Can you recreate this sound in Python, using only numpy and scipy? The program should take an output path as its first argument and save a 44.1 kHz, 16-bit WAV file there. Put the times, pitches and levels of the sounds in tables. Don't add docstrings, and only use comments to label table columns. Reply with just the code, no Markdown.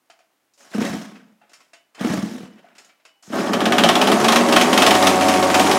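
import sys
import numpy as np
from scipy import signal
from scipy.fft import rfft, irfft
from scipy.io import wavfile
from scipy.ndimage import uniform_filter1d

SR = 44100
rng = np.random.default_rng(int(sys.argv[2]) if len(sys.argv) > 2 else 0)


def dump(signal):
    limited = np.clip(np.atleast_2d(signal).T, -1, 1)
    pcm = np.round(limited * 32767).astype(np.int16)
    wavfile.write(sys.argv[1], SR, pcm)


def ratio_of_db(decibels):
    return 10 ** (np.asarray(decibels, float) / 20)


N = 254898
T = np.arange(N) / SR

# f/Hz, level/dB per Hz
HUSH = [(18, -52), (30, -22), (131, -12), (328, 0), (384, -6), (684, -4), (2060, -9), (3980, -14),
        (16000, -19)]
HUSH_DB = -69.5
# f/Hz, t60/s
ROOM = [(100, .55), (250, .48), (700, .42), (2000, .4), (6000, .3), (14000, .18)]

# t/s, length/s, f/Hz, level/dB
SPRING = [
    (.575, 0.091, 6300, -58),
    (3.225, 0.075, 6600, -55),
    (2.3, .05, 7000, -59),
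]
# t/s, f/Hz, level/dB, t60/s
METAL_RINGS = [(.1, 3128, -52, .1), (.1, 4743, -57, .14), (1.415, 842, -54, .2), (1.535, 8021, -66, .6),
               (1.75, 2961, -56.5, .4), (1.735, 3635, -60, .3), (2.43, 2961, -56, .6),
               (2.785, 2961, -62, .7), (2.892, 2312, -56, .25), (3.08, 2961, -58, .7),
               (3.155, 800, -65, .2)]
# t/s, level/dB, main ring f/Hz, treble re that/dB, low knock re that/dB
CLICKS = [(0.099, -34.5, 700, -12.5, -12.5), (0.189, -45.5, 912, -12, -13), (0.204, -54, 670, -20, 1),
          (0.397, -70, 2070, -17, -21), (0.536, -60, 6940, 9, -27), (0.576, -47.5, 556, -2, -13),
          (0.603, -50, 7140, -11, -9), (1.154, -31.5, 1312, -22, -22), (1.415, -56, 850, -25, 5),
          (1.494, -47, 1700, -4, -12), (1.533, -35, 1900, -4, -22), (1.604, -39, 1120, -13, -28),
          (1.733, -31, 678, -11, -16), (1.947, -33, 1180, -10, -22), (2.568, -44, 1870, -27, -15),
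          (2.585, -47, 1003, -23, -11), (2.644, -56, 732, -26, 15.5), (2.751, -41.5, 1620, -10, -19),
          (2.781, -33.5, 2380, -6, -24), (2.845, -47, 697, 2, -20), (2.892, -39, 2250, -24, -24),
          (2.998, -47, 630, -24, -19), (3.051, -33.5, 650, -10.5, -24), (3.225, -45, 7000, 2, -10)]
# f/Hz, width/Hz, level/dB
HOUSING = [(1310, 250, -5), (2100, 140, 7), (2615, 290, 0), (3150, 110, 7.5), (4670, 420, -5.5),
           (5300, 190, 9), (7000, 500, -2)]

# f/Hz, level/dB per Hz
RUB = [(240, -8.5), (400, -7.5), (504, -18), (553, -5), (1010, -10.5), (1650, -10), (2750, -16.5),
       (3020, -16), (4580, -28), (5190, -26.5), (16000, -48.5)]
SLACK_S = [
    .575,
    1.94,
    3.222,
]
SLACK_TREBLE_DB = [-4.5, -20, -3]
# yank t/s, top level/dB, swell/s, fade/dB per s
PULLS = [
    (0.742, -25.5, 0.11, 85),
    (2.007, -24, 0.085, 75),
    (3.328, -24, 0.073, 87),
]
SLACK_DB, BITE_DB, BITE_S = -24.5, -6, 0.041
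PULL_TREBLE_DB, COAST_TREBLE_DB, DULLING_DB_PER_S = -9, -5.5, 25
# t/s, hold/s, level/dB, treble re that/dB
BRUSHES = [
    (1.402, 0.033, -49, -23),
    (1.49, 0.14, -56.5, -1),
    (2.293, 0.093, -46, 0),
    (2.565, 0.016, -47.5, -16),
    (2.64, 0.06, -48, -21),
    (2.75, .12, -53.5, -2),
]
BRUSH_RISE_S, BRUSH_FADE_DB_PER_S = 0.018, 151

# t/s, speed/turns per s
SPEED = [(3.3, 35.5), (3.49, 38), (3.65, 42.9), (3.89, 58.9), (3.97, 62.9), (4.29, 75.8), (4.37, 78.5),
         (4.53, 79.3), (4.69, 84.4), (4.85, 91.1), (4.93, 92.1), (5.09, 93.5), (5.17, 92.9), (5.55, 92.1),
         (5.65, 94.2), (5.78, 94.2)]
# f/Hz, width/Hz, top level/dB rms
DRONE = [(92.7, 6.7, -38.5), (178, 22, -26), (226.4, 50, -20.5), (255.7, 55, -24), (324, 40, -31),
         (378, 38, -30.5), (407, 27, -30.5), (555, 69, -26.5), (623, 92, -30.5), (741, 40, -21.5),
         (900, 33, -33), (942, 79, -28.5), (1083, 150, -32), (1610, 560, -39.5)]
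# t/s, level/dB, pitch f/Hz
JOLTS = [(.745, -16, 230), (.779, -13, 221), (.812, -13, 227), (.836, -18, 277), (.892, -20, 193),
         (.931, -20, 210), (.954, -23.5, 213), (2.007, -14.5, 224), (2.043, -11.5, 214), (2.068, -16, 324),
         (2.096, -12, 200), (2.134, -15, 300), (2.15, -21.5, 195), (2.172, -14, 224), (2.224, -18, 207),
         (2.349, -25, 245), (2.401, -30, 210), (2.428, -28, 203.7), (3.273, -39, 178), (3.299, -27, 217)]
# first puff t/s, level/dB, fade/dB per s
COASTS = [
    (.99, -34, 66),
    (2.255, -26, 72),
]
COAST_GAP_S, COAST_HZ, COAST_UNEVEN_DB = 0.025, 228, -1.5
SPIN_DB, SPIN_HZ = -19.5, 294
# f/Hz, width/Hz, level/dB
CASE = [(179, 57, -5), (214, 24.3, 8.5), (274, 22, -2.5), (313, 65, -4.5)]
# f/Hz, width/Hz, level/dB
PIPE_LOW = [(187.6, 59, -5.5), (230, 33, 0), (288, 41, -2.5), (332, 50, -1), (406.7, 52.6, -1.5)]
# f/Hz, width/Hz, level/dB
PIPE_HIGH = [(548.6, 55, -2), (660, 97, -0.5), (738, 71, 0), (850, 77, -3.5), (922, 74, -6.5),
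             (1138, 160, -4), (1306, 326, -8), (1775, 240, -12)]
# f/Hz, level/dB per Hz
RATTLE = [(530, -36), (900, -4), (1230, -5), (1420, -38), (1700, -38), (1830, -10), (1990, -5.5),
          (3730, -14), (6250, -13), (10100, -18.5), (16000, -34)]
# level when it catches/dB, level at idle/dB, bend of the growth (0: idle level throughout),
# gain/dB per dB of recent burning
AIR_LOW = (-18.5, -21, 1, 0.1567)
AIR_HIGH = (-31.5, -19, 0, 0.13)
SHAKE = (-34.5, -22, 1, 0.28)
BURN_MEMORY_S = 0.061
# t/s, crack level/dB
FIRINGS = [(3.5333, -11.5), (3.6057, -14.5), (3.656, -10.5), (3.722, -8.5), (3.7831, -6), (3.8368, -4),
           (3.889, -4.5), (3.9543, -8), (4.0147, -6.5), (4.073, -10), (4.1179, -9), (4.2443, -9),
           (4.2837, -5.5), (4.322, -7), (4.3597, -5), (4.525, -7.5), (4.5629, -2.5), (4.612, -7.5),
           (4.7299, -9), (4.7763, -5), (4.8212, -4.5), (4.8649, -4), (4.9078, -7), (4.951, -11),
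           (5.0262, -10), (5.0701, -4.5), (5.2837, -9.5), (5.5433, -7.5), (5.5958, -8.5), (5.7128, -9.5)]
HALF_BURNS_S = [4.2011, 4.487, 5.2096, 5.3389, 5.427, 5.5006, 5.6689]
HALF_BURN_DB = -15.5
# f/Hz, level/dB per Hz
CRACK = [(600, -14), (1100, -2), (1900, -4), (2500, -2), (3100, 0), (3700, -5), (4400, -10), (5500, -10),
         (7000, -17), (13500, -26), (16000, -33)]
CRACK_TREBLE_DB = (-22, -18)
LOPSIDED = 0.091


def evened(x):
    return x / np.sqrt(np.mean(x ** 2) + 1e-20)


def read(points, hz):
    f, value = np.transpose(points)
    return np.interp(np.log(hz + 1), np.log(f + 1), value)


def add(mix, s, sound):
    part = mix[round(s * SR):][:len(sound)]
    part += sound[:len(part)]


def highpass(x, order, hz):
    return signal.sosfilt(signal.butter(order, hz, "high", fs=SR, output="sos"), x)


def hiss(points, size=N):
    hz = np.fft.rfftfreq(size, 1 / SR)
    z = rfft(rng.standard_normal(size)) * ratio_of_db(read(points, hz))
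    top = 1 / (1 + (4500 / (hz + 1)) ** 6)
    return evened(irfft(z * (1 - top), size)), evened(irfft(z * top, size))


def ring(x, modes):
    out = np.zeros(len(x))
    for k, (hz, width, db) in enumerate(modes):
        out += (-1) ** k * ratio_of_db(db) * signal.lfilter(*signal.iirpeak(hz, hz / width, SR), x)
    return out


def flicker(width_s, depth_db):
    size = max(int(width_s * SR), 2)
    return ratio_of_db(depth_db * evened(uniform_filter1d(rng.standard_normal(N), size)))


def patchy(x, depth_db, bins, frames):
    z = signal.stft(x, nperseg=256, noverlap=192)[2]
    field = uniform_filter1d(rng.standard_normal(z.shape), bins, 0)
    field = evened(uniform_filter1d(field, frames, 1))
    patched = signal.istft(z * ratio_of_db(depth_db * field), nperseg=256, noverlap=192)[1]
    return evened(patched[:len(x)])


def hush():
    hz = np.fft.rfftfreq(N, 1 / SR)
    floor = evened(irfft(rfft(rng.standard_normal(N)) * ratio_of_db(read(HUSH, hz)), N))
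    return ratio_of_db(HUSH_DB) * flicker(0.07, 0.27) * floor


def room(x):
    taps = np.zeros(SR)
    at = np.arange(200, SR - 20, 20)
    taps[at + rng.integers(0, 20, len(at))] = rng.choice([-1., 1.], len(at))
    hz, t, z = signal.stft(taps, SR, nperseg=512)
    decay = ratio_of_db(-60 * t / read(ROOM, hz)[:, None])
    tail = signal.istft(z * decay, SR, nperseg=512)[1]
    return signal.fftconvolve(x, tail / np.linalg.norm(tail))[:N]


def spring():
    out = np.zeros(N)
    for s, length, hz, db in SPRING:
        noise = rng.standard_normal(8000)[:int(length * SR)]
        band = evened(ring(noise, [(hz, 1200, 0)]))
        add(out, s, ratio_of_db(db) * band * signal.windows.tukey(len(noise), .3))
    return out


def metal_rings():
    out, t = np.zeros(N), T[:20000]
    for s, hz, db, t60 in METAL_RINGS:
        decay = ratio_of_db(db - 60 * t / t60) * np.clip(t / 0.0045, 0, 1)
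        add(out, s, decay * np.sin(2 * np.pi * hz * t))
    return out


def clicks():
    out, t = np.zeros(N), T[:4000]
    dull, bright = hiss([(150, -9), (400, 1.5), (700, 4.5), (2000, 6.0), (5000, -2), (9000, -9.5), (16000, -31)])
    for s, db, hz, treble_db, low_db in CLICKS:
        at = round(s * SR)
        burst = (.5 * dull + ratio_of_db(treble_db) * bright)[at:at + len(t)] * np.exp(-t / 0.019)
        own = .4 * np.sin(2 * np.pi * hz * t) * np.exp(-t / .005)
        knock = ratio_of_db(low_db + 12) * np.sin(2 * np.pi * min(hz, 700) * t) * np.exp(-t / 0.0082)
        add(out, s - .001, ratio_of_db(db - 7) * np.clip(t / 0.0027, 0, 1) * (burst + own + knock))
    return ratio_of_db(-2.5) * out + ratio_of_db(-1) * ring(out, HOUSING)


def cord():
    dull, bright = (patchy(part, 3.2, bins=4, frames=5) for part in hiss(RUB))
    out = np.zeros(N)
    for slack, slack_treble_db, (yank, top_db, swell, fade_db) in zip(SLACK_S, SLACK_TREBLE_DB, PULLS):
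        s = np.array([slack, yank - BITE_S, yank, yank + swell, yank + swell + 1])
        db = top_db + np.interp(T, s, [SLACK_DB, SLACK_DB, BITE_DB, 0, -fade_db])
        let_go = s[3] + np.array([.15, 1.15])
        trebles_db = [slack_treble_db, PULL_TREBLE_DB, PULL_TREBLE_DB,
                      COAST_TREBLE_DB, COAST_TREBLE_DB - DULLING_DB_PER_S]
        treble_db = np.interp(T, [*s[1:4], *let_go], trebles_db)
        out += np.clip((T - slack) / 0.032, 0, 1) * ratio_of_db(db - 5) * (dull + ratio_of_db(treble_db) * bright)
    for s, hold, db, treble_db in BRUSHES:
        fade_db = BRUSH_FADE_DB_PER_S * np.maximum(T - s - hold, 0)
        rise = np.clip((T - s) / BRUSH_RISE_S, 0, 1)
        out += rise * ratio_of_db(db - 11 - fade_db) * (dull + ratio_of_db(treble_db) * bright)
    return out * flicker(.01, 2.3)


def crank():
    speed = np.interp(T, *np.transpose(SPEED))
    return speed, np.cumsum(speed * (T > SPEED[0][0])) / SR


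def burns():
    return list(FIRINGS) + [(s, HALF_BURN_DB) for s in HALF_BURNS_S]


def pace():
    speed, kicks = crank()[0], np.zeros(N)
    keep = np.exp(-1 / (BURN_MEMORY_S * SR))
    for s, db in burns():
        kicks[round(s * SR)] = ratio_of_db(db)
    recent = uniform_filter1d(signal.lfilter([1], [1, -keep], kicks), size=1000)
    share = (speed - speed.min()) / np.ptp(speed)
    return share, 20 * np.log10(recent / 0.11 + 0.08)


def drone():
    speed, turns = crank()
    hz, width, db = np.transpose(DRONE)
    out = np.zeros(N)
    for k in range(1, 18):
        off = (k * speed[::256, None] - hz) / (width / 2)
        gain = np.interp(T, T[::256], (ratio_of_db(db) / (1 + off ** 2)).max(1))
        weak = ratio_of_db(-17) if k == 2 else ratio_of_db(-.028 * max(k - 3, 0) * (94 - speed))
        tone = np.sqrt(2) * np.sin(2 * np.pi * (k * turns + rng.random()))
        out += weak * gain * flicker(.06, .45) * tone
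    return out * np.clip((T - 3.4) / .35, 0, 1)


def puff_rows():
    rows = list(JOLTS)
    for start, db, fade_db in COASTS:
        late, uneven, off = rng.uniform(-1.04, 1, (14, 3)).T
        after = (np.arange(len(late)) + 0.159 * late) * COAST_GAP_S
        puff_db = db - fade_db * after + COAST_UNEVEN_DB * uneven
        rows += zip(start + after, puff_db, COAST_HZ * (1 + 0.073 * off))
    spin = T[1:][np.diff(np.floor(crank()[1])) > 0]
    spin = spin[spin < FIRINGS[0][0] - .02]
    uneven, off = rng.uniform(-1.3, 1, (len(spin), 2)).T
    return rows + list(zip(spin + .002, SPIN_DB + 2.1 * uneven, SPIN_HZ * (1 + 0.21 * off)))


def cold_puffs():
    out, kick, t = np.zeros(N), np.zeros(N), T[:2600]
    for s, db, hz in puff_rows():
        phase = 2 * np.pi * hz * (t - .005)
        wave = np.cos(phase) + .22 * np.cos(2 * phase)
        add(out, s, ratio_of_db(db - 1.5) * (t / 0.0032) * np.exp(1 - t / 0.0034) * wave)
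        add(kick, s + 0.00303, ratio_of_db(db) * np.exp(-t / 0.0052) * rng.standard_normal(len(t)))
    return out + ratio_of_db(21.0) * ring(kick, CASE) + ratio_of_db(3) * ring(kick, PIPE_HIGH)


def exhaust():
    share, burning_db = pace()
    air_db, upper_db, rattle_db = (cold_db + (idle_db - cold_db) * share ** bend + follow * burning_db
                                   for cold_db, idle_db, bend, follow in (AIR_LOW, AIR_HIGH, SHAKE))
    on = np.clip((T - SPEED[0][0]) / 0.03, 0, 1) ** 2
    turns = crank()[1]
    uneven = rng.standard_normal(400)[turns.astype(int)]
    opening = np.diff(np.floor(turns), prepend=0)
    puffs = evened(opening * np.tanh(uneven) * on)
    gate = ratio_of_db(1.5 * np.tanh(uneven)) * (1.5 + np.exp(-(turns % 1) / .3))
    air = evened(gate * on * rng.standard_normal(N))
    low = evened(ring(puffs + 0.76 * air, PIPE_LOW))
    high = evened(ring(puffs + 1.9 * air, PIPE_HIGH))
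    dull, bright = hiss(RATTLE)
    rattle = patchy(gate * on * (dull + ratio_of_db(-5) * bright), 2.2, bins=5, frames=5)
    return on * (ratio_of_db(air_db - 5.5) * low + ratio_of_db(upper_db - 8.5) * high + ratio_of_db(rattle_db - 8.0) * rattle)


def firings():
    out, blast, t = np.zeros(N), np.zeros(N), T[:3000]
    dull, bright = hiss(CRACK)
    shape = np.clip(t / .001, 0, 1) * (np.exp(-t / .011) + 0.22 * np.exp(-t / 0.025))
    share = pace()[0]
    for s, db in burns():
        phase, detune = rng.random(2)
        at = round(s * SR)
        treble_db = np.interp(share[at], [0, 1], CRACK_TREBLE_DB)
        noise = (dull + ratio_of_db(treble_db + 12.0) * bright)[at:at + len(t)]
        sweep = (2500 + 300 * detune) * t + 110000 * t ** 2
        chirp = 0.61 * np.sin(2 * np.pi * (phase + sweep)) * np.exp(-((t - .003) / 0.0019) ** 2)
        add(out, s - .001, ratio_of_db(db - 7.5) * (shape[:len(noise)] * noise + chirp[:len(noise)]))
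        add(blast, s + 0.002264, ratio_of_db(db) * np.exp(-t / 0.0095) * rng.standard_normal(len(t)))
    return out + ratio_of_db(16.0) * ring(blast, PIPE_HIGH)


def scene():
    engine = exhaust() + firings() + cold_puffs()
    bench = ratio_of_db(-0.5) * ring(engine, [(95, 19, 2.9)])
    engine = highpass(engine, 6, 155)
    hands = highpass(cord() + clicks(), 4, 190)
    close = engine + hands + spring()
    return (close + ratio_of_db(-8.0) * room(close) + bench + drone() + metal_rings() + hush())[None]


def low_pass(x):
    return signal.sosfilt(signal.butter(12, 16110, fs=SR, output="sos"), x)


def record(dry):
    thin = highpass(dry, 4, 78)
    thin = thin + LOPSIDED * highpass(thin ** 2, 1, 20)
    top = .72
    held = thin / (1 + abs(thin / top) ** 8) ** (1 / 8)
    band_limit = signal.firwin(511, 15950, window=("kaiser", 9), fs=SR)[None]
    finished = signal.oaconvolve(held, band_limit, "same")
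    return low_pass(finished)


dry = scene()
out = record(dry)
dump(out)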